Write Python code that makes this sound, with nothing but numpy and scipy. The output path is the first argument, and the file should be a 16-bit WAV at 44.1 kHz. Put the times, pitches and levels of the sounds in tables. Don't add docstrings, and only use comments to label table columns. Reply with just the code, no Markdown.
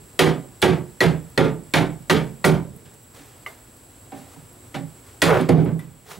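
import sys
import numpy as np
from scipy import signal
from scipy.fft import rfft, irfft
from scipy.io import wavfile
from scipy.ndimage import uniform_filter1d, minimum_filter1d

SR = 44100
rng = np.random.default_rng(int(sys.argv[2]) if len(sys.argv) > 2 else 0)


def how_loud(loudness_db):
    steps = np.asarray(loudness_db, float) / 20
    return 10 ** steps


def to_wav(sig):
    pcm = np.clip(np.atleast_2d(sig), -1, 1) * 32767
    pcm = np.round(pcm).astype(np.int16)
    wavfile.write(sys.argv[1], SR, pcm.T)


N = 272979


def evened(x):
    return x / np.sqrt(np.mean(x ** 2) + 1e-20)


def read(points, hz):
    f, value = np.transpose(points)
    return np.interp(np.log(hz + 1), np.log(f + 1), value)


def add(mix, s, sound):
    part = mix[:, round(s * SR):][:, :sound.shape[1]]
    part += sound[:, :part.shape[1]]


def coloured(spectrum, size):
    gain = how_loud(read(spectrum, np.fft.rfftfreq(size, 1 / SR)))
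    white = rng.standard_normal((2, size))
    return evened(irfft(rfft(white) * gain, size))


def wander(hz):
    return evened(signal.lfilter([1], [1, -np.exp(-2 * np.pi * hz / SR)], rng.standard_normal(N)))


def lumps(size, width):
    return evened(signal.oaconvolve(rng.standard_normal(size), np.hanning(int(width)), "same"))


def stroke(t, top_s, rise_db_per_s, fall_db_per_s):
    return np.minimum(rise_db_per_s * (t - top_s), -fall_db_per_s * (t - top_s))


def modes(table, t, rise_cycles, spread_db):
    hz, db, t60 = np.transpose(table)[:, :, None]
    chance = rng.standard_normal((5, 2, len(table), 1))
    turn = 2 * np.pi * hz * (1 + 0.00492 * chance[0]) * t
    tone = np.sin(turn + 3 * chance[1])
    partner = 0.7 * np.sin(turn * (1 + 0.03 * chance[3]) + 3 * chance[4])
    swell = (1 - np.exp(-t * hz / rise_cycles)) ** 2
    decay = how_loud(db + spread_db * chance[2] - 60 * t / t60)
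    return (decay * swell * (tone + partner)).sum(1)


# frequency in Hz, then likeness as a share, left-right level in dB or left's lead in radians.
HULL_PORTS = [
    [(30, .4), (60, .95), (150, .99), (300, .95), (600, .86), (1200, .84), (2400, .87), (5000, .91), (9000, .98), (12000, .985)],
    [(30, 2), (70, -3.5), (160, -7.5), (300, -7), (600, -3.4), (1200, -.9), (2400, -.2), (15000, -.5)],
    [(0, 0), (260, -0.7), (780, -0.3), (3790, -0.1), (7060, -0.1), (7750, -0.7), (8440, -0.2), (9650, -0.1), (16700, 0.0)],
]
YARD_PORTS = [
    [(60, .96), (180, .99), (550, .8), (1650, .45), (5000, .75), (7700, .75), (9500, .96), (12000, .99)],
    [(60, -0.5), (180, -1.5), (550, -0.5), (1650, 1.5), (4970, -2.0), (15000, 0.0)],
    [(0, 0), (2930, -0.2), (6980, -0.1), (7410, -1.4), (8700, -0.2), (16700, 0.1)],
]


def ports(x, pair):
    hz, (direct, scattered) = np.fft.rfftfreq(N, 1 / SR), rfft(x)
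    same, lean_db, lead = (read(table, hz) for table in pair)
    same = np.clip(same, 0, 1)
    mid = np.sqrt((1 + same) / 2) * direct
    rest = np.sqrt((1 - same) / 2) * scattered
    tilt = how_loud(lean_db / 2) * np.exp(0.5j * lead)
    return irfft([(mid + rest) * tilt, (mid - rest) / tilt], N)


# frequency in Hz, density in dB per Hz.
YARD_AIR = [(20, -26), (40, -7.5), (76, -2), (108, 3), (190, -12), (256, -4.5), (344, -9), (734, -14.5),
            (2410, -23), (6400, -28), (9000, -24.5), (13000, -30), (16000, -28.5)]
YARD_DB = -48.5


def yard():
    return ports(how_loud(YARD_DB + 0.43 * wander(3.9)) * coloured(YARD_AIR, N), YARD_PORTS)


# centre in Hz, width in Hz, level in dB.
INSECT_BANDS = [(7675, 480, 3), (8350, 420, -6.5), (10900, 2500, -12.5)]
INSECTS_DB = -54


def insects():
    hz = np.fft.rfftfreq(N, 1 / SR)
    bands = sum(how_loud(db) * np.exp(-2 * ((hz - f) / width) ** 2) for f, width, db in INSECT_BANDS)
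    song = evened(irfft(rfft(rng.standard_normal((2, N))) * bands, N))
    return ports(song * how_loud(INSECTS_DB + 0.6 * wander(25)), YARD_PORTS)


# time of the top in seconds, top level in dB.
WEIGHT_SHIFTS = [(0.01, -52), (1.3, -70), (2.2, -57), (2.75, -47), (3.23, -60), (4.5, -64), (6.19, -54)]
SHIFT_RISE_DB_PER_S, SHIFT_FALL_DB_PER_S = 53, 53.5


def murmur():
    t = np.arange(N) / SR
    hull = coloured([(90, -54), (140, 11), (300, -2.5), (450, 4.5), (900, -56.5)], N)
    hull *= sum(how_loud(db + stroke(t, s, SHIFT_RISE_DB_PER_S, SHIFT_FALL_DB_PER_S)) for s, db in WEIGHT_SHIFTS)
    return ports(hull, HULL_PORTS)


# middle in seconds, length in seconds,
# level in dB, top in Hz, pitch drop at the ends as a share.
SQUEAKS = [
    (3.49, .26, -61, 12900, .09),
    (3.41, 0.18, -72, 4850, .03),
    (4.6, 0.256, -56.5, 360, 0.017),
    (3.22, 0.065, -45.5, 285, 0.026),
]


def squeaks():
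    mix = np.zeros((2, N))
    for s, length, db, hz, drop in SQUEAKS:
        u = np.linspace(-1, 1, round(length * SR))
        pitch = hz * (1 - drop * u ** 2 + 0.008 * lumps(len(u), 300))
        turn = 2 * np.pi * np.cumsum(pitch) / SR
        level = how_loud(db + 2.9 * lumps(len(u), 700)) * np.sqrt(1 - u ** 2)
        add(mix, s - length / 2, level * np.array([np.sin(turn), np.cos(turn)]))
    return ports(mix, YARD_PORTS)


# start in seconds, rise in seconds, fall in seconds, top level in dB.
RUBS = [(2.919, .015, .05, -56), (3.13, 0.023, 0.32, -45.5), (4.14, 0.023, 0.3, -49.5),
        (4.269, 0.068, 0.06, -50.5), (4.98, .11, 0.11, -52.5), (6.055, 0.06, 0.092, -34)]
# frequency in Hz, density in dB per Hz.
RUB_COLOUR = [(88, -36), (150, 2.5), (278, -33), (433, 1.5), (601, -11), (714, -4), (2310, -10.5),
              (9630, -18), (15000, -22)]
RUB_ENDS_DB = -17.5


def rubs():
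    mix = np.zeros((2, N))
    for s, rise, fall, db in RUBS:
        t = np.arange(0, rise + fall, 1 / SR)
        grain = how_loud(0.93 * lumps(len(t), 250))
        level = how_loud(db + stroke(t, rise, -RUB_ENDS_DB / rise, -RUB_ENDS_DB / fall))
        add(mix, s, level * evened(coloured(RUB_COLOUR, len(t)) * grain))
    return ports(mix, HULL_PORTS)


# start in seconds, level in dB, centre in Hz.
GRIT_TICKS = [(1.2994, -49, 11100), (2.7616, -46, 11600), (2.94, -48, 10050), (3.03, -52.5, 13400),
              (3.2615, -51, 14000), (3.7678, -52, 10500), (4.1764, -48.5, 10200), (4.5286, -52, 10900),
              (5.293, -33, 10100), (5.4099, -38, 10000), (5.6456, -43, 10900), (5.791, -41, 11100)]


def ticks():
    mix = np.zeros((2, N))
    t = np.arange(800) / SR
    for s, db, hz in GRIT_TICKS:
        burst = coloured([(hz * 0.37, -30), (hz, 0), (hz * 1.5, -20)], len(t))
        add(mix, s, how_loud(db - 0.5 - 60 * t / 0.063) * burst)
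    return ports(mix, HULL_PORTS)


# (frequency in Hz, level in dB, t60 in seconds).
CLINKS = [
    (3.462, -26, [(394, -10, 0.082), (902, -8.5, 0.061), (1174, -5, 0.062), (1530, -17, 0.051), (2030, 0, 0.055), (2106, -6, 0.16), (2780, -17, 0.052), (2980, -14.5, 0.049)]),
    (5.793, -29.5, [(1010, -15, 0.11), (1626, -20.5, 0.12), (1990, -6, 0.17), (2350, -11.5, .06), (3580, -22, 0.074)]),
]


def clinks():
    mix = np.zeros((2, N))
    t = np.arange(SR // 4) / SR
    for s, db, steel in CLINKS:
        echoes = coloured([(250, -15), (500, 2.5), (1100, -0.5), (3200, -10.5), (6000, -17.5)], len(t))
        echoes *= how_loud(-13.5 - 60 * t / 0.44)
        add(mix, s, how_loud(db) * (modes(steel, t, 0.95, spread_db=2.5) + echoes))
    return ports(mix, HULL_PORTS)


# frequency in Hz, density in dB per Hz.
GRIND_COLOUR = [(50, -25), (160, 2.5), (280, -36), (440, -2), (800, -9.5), (1330, -11.5), (2000, -19.5),
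                (3500, -30.5), (7000, -64), (16000, -80)]
SLIDE_START_S, SLIDE_TOP_S, SLIDE_END_S = 5.265, 5.325, 5.47
SLIDE_DB, SLIDE_START_DB, SLIDE_END_DB = -6, -16, -32.5
GROAN_TIGHT_HZ, GROAN_LOOSE_HZ, LOOSEN_S, LOOSEN_SPREAD_S = 560, 387, 5.31, 0.0097


def slide():
    t = np.arange(SLIDE_START_S, SLIDE_END_S, 1 / SR)
    times = [SLIDE_START_S, SLIDE_TOP_S, SLIDE_END_S]
    db = SLIDE_DB + np.interp(t, times, [SLIDE_START_DB, 0, SLIDE_END_DB])
    loose = 1 / (1 + np.exp((LOOSEN_S - t) / LOOSEN_SPREAD_S))
    pitch = GROAN_TIGHT_HZ + (GROAN_LOOSE_HZ - GROAN_TIGHT_HZ) * loose
    turn = np.exp(2j * np.pi * np.cumsum(pitch) / SR)
    r = np.exp(-np.pi * 40 / SR)
    drive = rng.standard_normal((2, len(t))) / turn
    groan = evened((turn * signal.lfilter([1], [1, -r], drive)).real)
    judder = how_loud(1.1 * lumps(len(t), 410))
    mix = np.zeros((2, N))
    add(mix, SLIDE_START_S, how_loud(db) * judder * (coloured(GRIND_COLOUR, len(t)) + how_loud(-3.5) * groan))
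    return ports(mix, HULL_PORTS)


# frequency in Hz, density in dB per Hz.
CLATTER = [(24, -46), (40, -7.5), (112, 5), (382, 2.5), (790, -5.5), (1070, -8.5), (1210, -9.5),
           (2260, -9.5), (2630, -14), (3380, -14), (5870, -26), (10700, -30), (16000, -41)]
# frequency in Hz, t60 in seconds.
RING_OUT = [(80, 0.8), (210, 0.6), (560, 0.49), (1470, 0.4), (3880, 0.34), (10200, 0.27)]
# frequency in Hz, rise time in seconds.
BUILD_UP = [(60, 0.0039), (200, 0.0093), (600, 0.0048), (1500, 0.0025), (4000, 0.0009)]
# frequency in Hz, level in dB, t60 in seconds.
CAVITY = [(133.9, -12.5, 0.63), (159.64, -1, 0.4), (169.1, -6, 0.42)]
# frequency in Hz, level in dB, t60 in seconds.
CHISEL = [(1925, 6, 0.05), (1866, -33, 0.39), (2530, -35, 0.033), (4260, 0.5, 0.018), (2520, -8, 0.047)]


def knock(body, db, bright_db, boom_db, ring_db, length):
    t = np.arange(SR * 3 // 5) / SR
    hz = np.fft.rfftfreq(len(t), 1 / SR)
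    z = rfft(coloured(CLATTER, len(t)))
    z *= how_loud(bright_db * np.log2((np.minimum(hz, 8000) + 100) / 600))
    z *= hz ** 2 / (hz ** 2 + 150 ** 2)
    z *= how_loud(2.6 * lumps(len(hz), 36))
    clatter = np.zeros((2, len(t)))
    for octave in np.arange(6, 15):
        band = np.cos(np.pi / 2 * np.clip(np.log2(hz + 1) - octave, -1, 1)) ** 2
        swell = 1 - np.exp(-t / read(BUILD_UP, 2. ** octave))
        crack = 1 + 0.95 * np.exp(-t / 0.00067)
        rattle = how_loud(0.86 * lumps(len(t), 470))
        decay = how_loud(-60 * t / length / read(RING_OUT, 2. ** octave))
        clatter += irfft(z * band, len(t)) * swell * crack * rattle * decay
    wood = modes(body, t, 3, spread_db=3)
    boom = modes(CAVITY, t, 6, spread_db=1)
    ring = modes(CHISEL, t, 7, spread_db=1.5)
    low = how_loud(3.5) * wood + how_loud(boom_db + 7.5) * boom
    low *= how_loud(60 * t / 0.65 * (1 - 1 / length))
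    return how_loud(db) * (clatter + low + how_loud(ring_db + 1) * ring)


def soft_knocks(table, body, over_db, contact_s):
    mix = np.zeros((2, N))
    for s, db, bright_db, boom_db, length in table:
        sound = knock(body, db + over_db, bright_db, boom_db, -44, length)
        onset = 1 - np.exp(-np.arange(sound.shape[1]) / SR / contact_s)
        add(mix, s - 0.001, sound * onset)
    return ports(mix, HULL_PORTS)


# start in seconds, strength in dB, brightness in dB
# per octave, hull boom in dB, ring-out factor.
TAPS = [(0.618, -32, 8.5, -7, 0.3), (1.372, -50, -8, -11, .3), (2.448, -23, 8.5, -31, 0.66),
        (2.854, -46.5, 3.5, -15, 0.74), (4.119, -29.5, -2.5, -8, 0.72), (4.36, -41.5, -8, 13.5, 0.28),
        (4.743, -22, 0.5, 6, 0.62), (5.489, -17.5, 2.5, -25, 0.98)]
# frequency in Hz, level in dB, t60 in seconds.
RIM = [(276, -4.5, 0.5), (405, -33.5, 0.27), (585, -13, 0.49), (755, -11, 0.27), (797, -14, 0.59),
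       (982, -7.5, 0.096), (1540, -22, 0.088)]


def taps():
    return soft_knocks(TAPS, RIM, over_db=-4, contact_s=0.00085)


# start in seconds, strength in dB, brightness in dB per octave, hull boom in dB, ring-out factor.
BOUNCES = [
    (5.388, -25, -1, 3.2, 1),
    (5.488, -3.5, -6, 1.7, 0.8),
    (5.652, -22, -5.5, 4.8, 0.82),
    (6.165, -44, -10, 13, 0.65),
]
# frequency in Hz, level in dB, t60 in seconds.
PANEL = [(95, -0.5, 0.21), (252, -1, 0.29), (283, -9.5, 0.42), (319.4, -9, 0.52), (371, -2.5, 0.34),
         (414.4, -16.5, 0.3), (481, -12, 0.2), (554, -5, 0.076), (621, 5, 0.053)]


def bounces():
    return soft_knocks(BOUNCES, PANEL, over_db=4, contact_s=0.0083)


# start in seconds, strength in dB, brightness in dB per octave,
# hull boom in dB, chisel ring in dB.
BLOWS = [
    (0.192, -10, 2.2, -5, -4),
    (0.626, -10.5, 0.84, -5.5, -27),
    (1.006, -14.5, 1.2, 1.4, 4.5),
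    (1.377, -12, -0.76, -0.5, -1),
    (1.738, -13.5, 1.45, -0.6, 0),
    (2.098, -14, 1.62, -3.5, -2.5),
    (2.443, -9, -2, -3, -9),
    (5.219, -14.5, 2.7, -7.5, -2),
]
# frequency in Hz, level in dB, t60 in seconds.
HULL = [(46.4, -26, 0.72), (75.9, -19.5, 0.58), (94, -5, 0.18), (223.6, -24, 0.62), (277.4, -13.5, 0.43),
        (375, -9, 0.36), (440.7, -13.5, 0.35), (481, -14, 0.34), (542, -16, 0.28), (613, -10.5, 0.096),
        (748, -20, 0.25), (796, -15, 0.24), (1005, -32, 0.51), (905, -20, 0.4), (1200, -22.5, 0.34),
        (1382, -20, 0.26), (1514, -23.5, 0.33), (1850, -41, 0.42)]
BLOW_RING_OUT = 0.74


def blows():
    mix = np.zeros((2, N))
    for s, db, bright_db, boom_db, ring_db in BLOWS:
        add(mix, s - 0.001, knock(HULL, db + 6.5, bright_db, boom_db, ring_db, BLOW_RING_OUT))
    return ports(mix, HULL_PORTS)


def scene():
    background = yard() + insects() + murmur()
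    handling = squeaks() + rubs() + ticks() + clinks()
    return background + handling + slide() + taps() + bounces() + blows()


# middle of the step in seconds, gain in dB.
GAIN_STEPS = [
    (2.52, -2),
    (5.44, -4),
]
STEP_S, RECOVER_DB_PER_S = 0.36, 1


def slow_gain(dry):
    t = np.arange(N) / SR
    steps_db = 0
    for s, db in GAIN_STEPS:
        onset = np.clip((t - s) / STEP_S + 0.5, 0, 1)
        steps_db = steps_db + onset * np.minimum(db + RECOVER_DB_PER_S * (t - s), 0)
    return dry * how_loud(steps_db)


def limiter(x):
    t = np.arange(N) / SR
    peak_db = 20 * np.log10(abs(x).max(0) + 1e-9)
    fast = np.maximum.accumulate(peak_db + 300 * t) - 300 * t
    slow = np.maximum.accumulate(peak_db + 25 * t) - 25 * t
    cut_db = 0.8 * np.maximum(fast + 5.9, 0) + 0.031 * np.maximum(slow + 16, 0)
    cut_db = -minimum_filter1d(-cut_db, size=61)
    return x / how_loud(uniform_filter1d(cut_db, size=41))


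# frequency in Hz, level in dB.
WHINE = [(15734.3, -68), (15747.3, -73.5)]


def whine():
    t = np.arange(N) / SR
    return sum(how_loud(db) * np.sqrt(2) * np.sin(2 * np.pi * hz * t) for hz, db in WHINE)


def low_pass(x):
    return signal.sosfilt(signal.butter(12, 17150, fs=SR, output="sos"), x)


def record(dry):
    held = limiter(slow_gain(dry))
    edge = signal.firwin(301, 15850, fs=SR)
    held = signal.oaconvolve(held, edge[None], "same")
    return low_pass(held + whine())


dry = scene()
out = record(dry)
to_wav(out)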